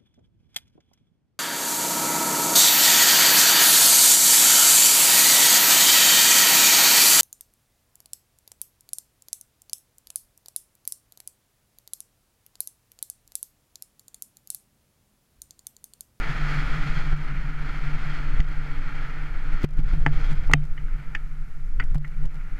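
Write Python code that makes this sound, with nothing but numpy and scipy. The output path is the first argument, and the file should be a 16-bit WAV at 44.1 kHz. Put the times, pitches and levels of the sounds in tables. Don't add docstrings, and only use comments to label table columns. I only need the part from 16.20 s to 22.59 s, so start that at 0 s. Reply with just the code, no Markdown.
import sys
import numpy as np
from scipy import signal
from scipy.fft import rfft, irfft, next_fast_len
from scipy.io import wavfile
from scipy.ndimage import uniform_filter1d, minimum_filter1d

SR = 44100
rng = np.random.default_rng(int(sys.argv[2]) if len(sys.argv) > 2 else 0)


def master(y):
    cut = np.clip(np.atleast_2d(y).T, -1, 1)
    pcm = np.round(cut * 32767)
    wavfile.write(sys.argv[1], SR, pcm.astype(np.int16))


N = 281799
TIME = np.arange(N) / SR
CRUISE_DB = -41.5

# (time [s], level [dB])
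AIR_FORCE = [(0, -47), (0.85, -41.5), (1.1, -48), (1.9, -42.0), (3.1, -46.5), (3.65, -36), (4.3, -34.5),
             (4.55, -45.5), (4.95, -47.5), (5.42, -50.5), (5.72, -35.5), (5.88, -54.5), (6.03, -37.5),
             (6.2, -53.4), (6.37, -46.5)]
# (time [s], level [dB])
EDGE_BITE = [(0, -35.8), (0.33, -34.5), (0.92, -39.7), (1.0, -41.5), (1.35, -43.5), (1.5, -40.5),
             (1.95, -40), (2.3, -43.5), (2.85, -42), (3.2, -45), (3.42, -41.5), (3.53, -53), (3.72, -43.5),
             (3.82, -51.5), (3.95, -44), (4.12, -41.5), (4.42, -56.5), (4.8, -50.0), (5.08, -56),
             (5.6, -58.5), (6.37, -51)]
# (time [s], level [dB])
MOUNT_DRONE = [(0, -38.5), (.33, -28.5), (.48, -33), (.68, -31), (1.0, -38), (1.75, -34.5), (2.4, -39),
               (3.25, -43.5), (3.68, -35), (4.1, -36.5), (4.6, -42), (5.5, -48), (6.0, -39), (6.37, -45)]

# (frequency [Hz], relative level [dB])
HISS_SPECTRUM = [(300, 0), (1500, 1), (4000, 7), (7000, 5), (8300, 1.5), (10200, 0), (11200, 4),
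                 (13000, -2.5), (15200, -4)]
BUFFET_SPECTRUM = [(5, 5.5), (13, 10.5), (20, 12.5), (27, 4.5), (35, -2), (45, -7.5), (80, -55)]
TURBULENCE_SPECTRUM = [(30, -43), (48, 3), (70, 4.5), (110, 0), (170, -12.5), (230, -16.5), (330, -37),
                       (500, -24), (1200, -84)]
CRACKLE_SPECTRUM = [(20, -13), (130, -11), (300, 1), (600, -2), (2000, -13.5), (5000, -18.5), (11000, -28),
                    (15000, -30)]
THUD_SPECTRUM = [(40, -7), (130, -1.5), (280, 6), (500, -15.5), (1000, -21), (2500, -20), (6000, -38),
                 (15000, -44.5)]
CRUNCH_SPECTRUM = [(150, -29), (230, 7), (300, 8.5), (380, 2), (600, 3), (820, 6), (1050, 2), (1400, -54),
                   (2500, -52)]
SCRAPE_SPECTRUM = [(700, -26.5), (1080, -12), (1220, -4.5), (1380, 1), (1620, -5.5), (1900, -4.5),
                   (2300, -6), (2650, -14.5), (3000, -17.5), (3270, -27.5), (3650, -27.5), (5000, -33)]
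SPRAY_SPECTRUM = [(2200, -17), (3050, 6), (3250, 14), (3450, 6.5), (3800, 2.5), (4200, 4), (4310, 11),
                  (4420, 2.5), (5000, 1.5), (5600, -4.5), (6800, -5.5), (8200, -14), (11000, -17.5),
                  (15000, -29)]
# (frequency [Hz], side to mid [dB])
HISS_WIDTH = [(2000, -60), (3300, -21), (5000, -22.5), (8000, -8.5), (12000, -11)]

# (frequency [Hz], width [Hz], relative gain [dB])
MOUNT_MODES = [(147, 5.2, 6), (284, 18.7, -17), (457, 6.7, -22), (691, 5.9, -34.5), (831, 22, -31.5),
               (880, 14, -33)]
SHELL_MODES = [(277, 28.5, 11.5), (470, 71, 0.5), (687, 23, 1.5), (764, 66, 5.5), (825, 210, 5.5),
               (1393, 81, -14)]
KNOCK_MODES = [(750, 37, -35), (1170, 170, -1.5), (1968, 227, 8), (2180, 150, -8), (2760, 180, -8.5),
               (3110, 1270, -5.5), (4500, 290, -3.5), (5770, 126, -28), (6300, 420, -13),
               (8630, 910, -25.5), (9100, 300, -42), (9300, 470, -39), (11700, 3600, -35)]
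# (frequency [Hz], level re the knock [dB], t60 [s])
METAL_MODES = [(1206, -63, .3), (2420, -29, 0.1), (3100, -43, 0.27), (3720, -45, 0.2)]

# (time [s], peak [dB], decay [s])
DRY_TICKS = [(3.432, -30, 0.0026), (3.6038, -43, 0.00098), (4.11, -38, 0.0057), (4.13, -37, 0.0026),
             (4.273, -38.5, 0.0028), (4.315, -27.5, 0.00175), (5.6395, -36, 0.0018), (5.7465, -30, 0.00064),
             (6.0552, -35.5, 0.003)]
# (time [s], push [dB], swing time [s], kick to the mount [dB], thud [dB], dip afterwards [dB])
BUMPS = [(0.93, -15.5, 0.0062, -28, -39, 4), (2.2, -11, 0.0056, -27, -43, 8.5),
         (3.345, -16, 0.0095, -28, -45, 2), (3.4441, -15, 0.0011, -27, -22, 15.5),
         (3.593, -15.5, 0.0076, -24.5, -36.5, 6), (3.736, -12.5, 0.0054, -33, -33.5, -0.5),
         (4.12, -17.5, 0.012, -22.5, -36, 6), (4.342, -14, 0.0047, -24, -32, 3),
         (5.756, -13.5, 0.0081, -21.5, -37.5, 10.5), (6.046, -15.5, 0.015, -33, -46, 6)]
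# (time [s], level over 10 ms [dB], contact [s], crumbling tail re contact [dB],
# low edge [Hz], high edge [Hz], pitch of the struck spot [Hz], its gain [dB], thud over 10 ms [dB])
SKI_KNOCKS = [(2.2031, -36.5, 0.0013, -15, 1790, 6660, 5700, -12, -67),
              (3.8626, -19.5, 0.0039, -9.5, 900, 4100, 1760, 14, -22.5),
              (3.868, -37, 0.002, -9, 706, 2430, 860, 13, -40.5),
              (4.2957, -46, 0.0051, -14, 500, 1800, 1050, 3, -32),
              (4.3103, -32, 0.0093, 3, 700, 2200, 1350, 18, -35.5),
              (4.3347, -10, 0.00426, -31, 990, 12500, 2610, -1, -23.5),
              (4.576, -41.5, 0.0054, 7, 1400, 2840, 2900, 7, -73),
              (4.6827, -49, 0.0037, -16, 1200, 2200, 1460, 18, -67),
              (4.9490, -26, 0.0077, -0.5, 1500, 5040, 1780, 18, -44),
              (5.598, -25, 0.0038, 10, 1180, 2690, 1450, 9, -40),
              (5.601, -49, 0.0019, -11, 4500, 7000, 4630, 9, -62),
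              (5.625, -44, .008, 1, 1500, 3000, 2090, -4, -51),
              (5.8448, -40, 0.0065, 1, 1190, 2330, 2000, -25, -61)]


def from_db(db):
    return 10 ** (np.asarray(db) / 20)


def rms_one(x):
    return x / np.sqrt(np.mean(x ** 2) + 1e-20)


def burst(x, db):
    return from_db(db) * x / np.sqrt(np.sum(x ** 2) / (SR / 100))


def in_time(curve):
    return np.interp(TIME, *np.transpose(curve))


def swing(curve):
    return in_time(curve) - CRUISE_DB


def drift(rate_hz):
    knots = rng.standard_normal(4000)
    return np.interp(TIME * rate_hz, np.arange(len(knots)), knots)


def coloured(x, spectrum):
    hz, db = np.transpose(spectrum)
    size = next_fast_len(N)
    bins = np.maximum(np.fft.rfftfreq(size, 1 / SR), 1)
    gain = from_db(np.interp(np.log(bins), np.log(hz), db))
    skirt = np.minimum(hz[-1] / bins, 1) ** 4
    return irfft(rfft(x, size) * skirt * gain, size)[:N]


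def noise(spectrum):
    return coloured(rng.standard_normal(N), spectrum)


def grains(spectrum, per_s, spread_db):
    sizes = from_db(spread_db * np.minimum(rng.exponential(1, N), 4))
    signs = rng.choice([-1, 1], N)
    snapping = rng.random(N) < per_s / SR
    return rms_one(coloured(sizes * signs * snapping, spectrum))


def evened(x, span_s):
    power = np.abs(signal.hilbert(x, next_fast_len(N))[:N]) ** 2 / 2
    return x / np.sqrt(uniform_filter1d(power, max(int(span_s * SR), 1)) + 1e-20)


def resonate(x, modes):
    out = 0
    for k, (hz, width, db) in enumerate(modes):
        r = np.exp(-np.pi * width / SR)
        poles = [1, -2 * r * np.cos(2 * np.pi * hz / SR), r * r]
        gain = (-1) ** k * from_db(db) * (1 - r * r) / 2
        out = out + gain * signal.lfilter([1, 0, -1], poles, x + 1e-18)
    return out


def band(x, low_hz, high_hz, order=2):
    edges = [min(low_hz, high_hz / 2), high_hz]
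    return signal.sosfilt(signal.butter(order, edges, "band", fs=SR, output="sos"), x)


def ring(hz, t60):
    t = TIME[:SR // 2]
    return np.sin(2 * np.pi * hz * t) * from_db(-60 * t / t60)


def add(track, s, sound):
    start = max(round(s * SR), 0)
    track[start:start + len(sound)] += sound[:N - start]


def hiss(level_db=-68.5):
    return rms_one(noise(HISS_SPECTRUM)) * from_db(level_db)


def crackle(level_db=-58.5, onset_db=2, hold_s=0.13):
    shaken = swing(AIR_FORCE) > onset_db
    for s, *_ in BUMPS:
        shaken |= (TIME > s) & (TIME < s + hold_s)
    return grains(CRACKLE_SPECTRUM, per_s=280, spread_db=7.0) * from_db(level_db) * shaken


def ticks():
    out, t = np.zeros(N), TIME[:SR // 20]
    for s, peak_db, decay_s in DRY_TICKS:
        snap = rng.standard_normal(len(t)) * np.exp(-t / decay_s)
        tick = band(snap, low_hz=253, high_hz=1680, order=1)
        add(out, s, from_db(peak_db) * tick / np.abs(tick).max())
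    return out


def wind(buffet_db=-20.0, turbulence_db=-42):
    air, gusts = swing(AIR_FORCE), drift(rate_hz=14)
    buffet = evened(noise(BUFFET_SPECTRUM), span_s=0.11)
    buffet *= from_db(buffet_db + 0.63 * air + 1.73 * gusts)
    turbulence = evened(noise(TURBULENCE_SPECTRUM), span_s=0.051)
    turbulence *= from_db(turbulence_db + air + 2.2 * gusts)
    return buffet + turbulence


def mount(overtones_db=-50):
    shaking = band(rng.standard_normal(N), low_hz=96.7, high_hz=900)
    drone = band(resonate(shaking, MOUNT_MODES[:1]), low_hz=91.85, high_hz=183.7)
    drone = evened(drone, span_s=0.15) * from_db(in_time(MOUNT_DRONE) + 2.3 * drift(rate_hz=14))
    overtones = rms_one(resonate(shaking, MOUNT_MODES[1:]))
    overtones *= from_db(overtones_db + 0.67 * swing(EDGE_BITE) + 0.21 * swing(AIR_FORCE))
    return drone + overtones


def jolts():
    out, t = np.zeros(N), TIME[:SR // 5] - 0.1
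    for s, push_db, swing_s, kick_db, *_ in BUMPS:
        push = t / swing_s * np.exp(1 - np.abs(t / swing_s))
        add(out, s + t[0], from_db(push_db) * push)
        add(out, s, from_db(kick_db) * ring(MOUNT_MODES[0][0], t60=0.26))
    return out


def thuds(length_s=0.0053):
    level = sum(from_db(db) * np.exp(-((TIME - s) / length_s) ** 2) for s, *_, db, _ in BUMPS)
    return level * evened(noise(THUD_SPECTRUM), span_s=0.01)


def dips(attack_s=0.024, recovery_s=0.05):
    db = 0
    for s, *_, dip_db in BUMPS:
        after = np.maximum(TIME - s, 0)
        sinking = np.minimum(after / attack_s, 1)
        recovering = np.exp(-np.maximum(after - attack_s, 0) / recovery_s)
        db = db - dip_db * sinking * recovering
    return from_db(db)


def digging(length_s=0.014):
    return sum(from_db(push_db) * np.exp(-((TIME - s) / length_s) ** 2) for s, push_db, *_ in BUMPS)


def skis(crunch_db=-50.5, scrape_db=-41.5, spray_db=-55.0, dig_db=-35):
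    edging, air = swing(EDGE_BITE), swing(AIR_FORCE)
    chatter = drift(rate_hz=61)
    glide_level = from_db(crunch_db + 0.89 * edging + 0.08 * air + 0.92 * chatter)
    crunch_level = np.hypot(glide_level, from_db(dig_db) * digging())
    scrape_level = from_db(scrape_db + edging + 1.17 * chatter)
    spray_level = from_db(spray_db + 1.36 * edging + 0.45 * air + 1.5 * chatter)
    crunch = grains(CRUNCH_SPECTRUM, per_s=2500, spread_db=3.0) * crunch_level
    scrape = grains(SCRAPE_SPECTRUM, per_s=9000, spread_db=0.5) * scrape_level
    spray = rms_one(noise(SPRAY_SPECTRUM)) * spray_level
    return crunch + scrape + spray


def crush(force, passes=5):
    grit = force * rng.standard_normal(len(force))
    for _ in range(passes):
        flat_spectrum = np.exp(1j * np.angle(rfft(grit)))
        grit = force * irfft(flat_spectrum, len(force))
    return grit


def knocks(crumble_s=0.0083, spot_width_hz=130, notch_hz=4050, notch_width_hz=1700, kick_db=5):
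    out, t = np.zeros(N), TIME[:SR // 10]
    case_notch = signal.iirnotch(notch_hz, notch_hz / notch_width_hz, fs=SR)
    for s, level_db, contact_s, tail_db, low_hz, high_hz, spot_hz, spot_db, thud_db in SKI_KNOCKS:
        contact = crush(np.exp(-(t / contact_s) ** 4))
        tail_level = contact[:round(contact_s * SR)].std() * from_db(tail_db)
        crumbs = tail_level * np.exp(-t / crumble_s) * rng.standard_normal(len(t))
        force = signal.lfilter(*case_notch, contact + crumbs)
        struck_spot = resonate(force, [(spot_hz, spot_width_hz, spot_db)])
        crack = band(resonate(force, KNOCK_MODES) + struck_spot, low_hz, high_hz)
        thud = band(resonate(force, SHELL_MODES), low_hz=194, high_hz=1500)
        add(out, s, burst(crack, level_db) + burst(thud, thud_db))
        add(out, s, sum(from_db(level_db + db) * ring(hz, t60) for hz, db, t60 in METAL_MODES))
        add(out, s, from_db(thud_db + kick_db) * ring(MOUNT_MODES[0][0], t60=0.41))
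    return out


def scene(thud_side_db=-8):
    dip = dips()
    mid = dip * (skis() + hiss() + wind() + mount()) + jolts() + thuds() + knocks() + ticks()
    side = dip * coloured(hiss(), HISS_WIDTH) + from_db(thud_side_db) * thuds()
    return np.array([mid + side + crackle(), mid - side + crackle()])


def record(dry, ceiling_db=3.5, release_db_per_s=90, overload=0.88, cutoff_hz=16100):
    peak_db = 20 * np.log10(np.abs(dry).max(axis=0) + 1e-9)
    over_db = np.maximum(peak_db - ceiling_db, 0)
    release_db = release_db_per_s * TIME
    held_db = np.maximum.accumulate(over_db + release_db) - release_db
    gain_db = uniform_filter1d(minimum_filter1d(-held_db, size=41), size=41)
    flattened = np.clip(dry * from_db(gain_db), -overload, overload)
    return signal.sosfilt(signal.cheby2(16, 70, cutoff_hz, fs=SR, output="sos"), flattened)


dry = scene()
out = record(dry)
master(out)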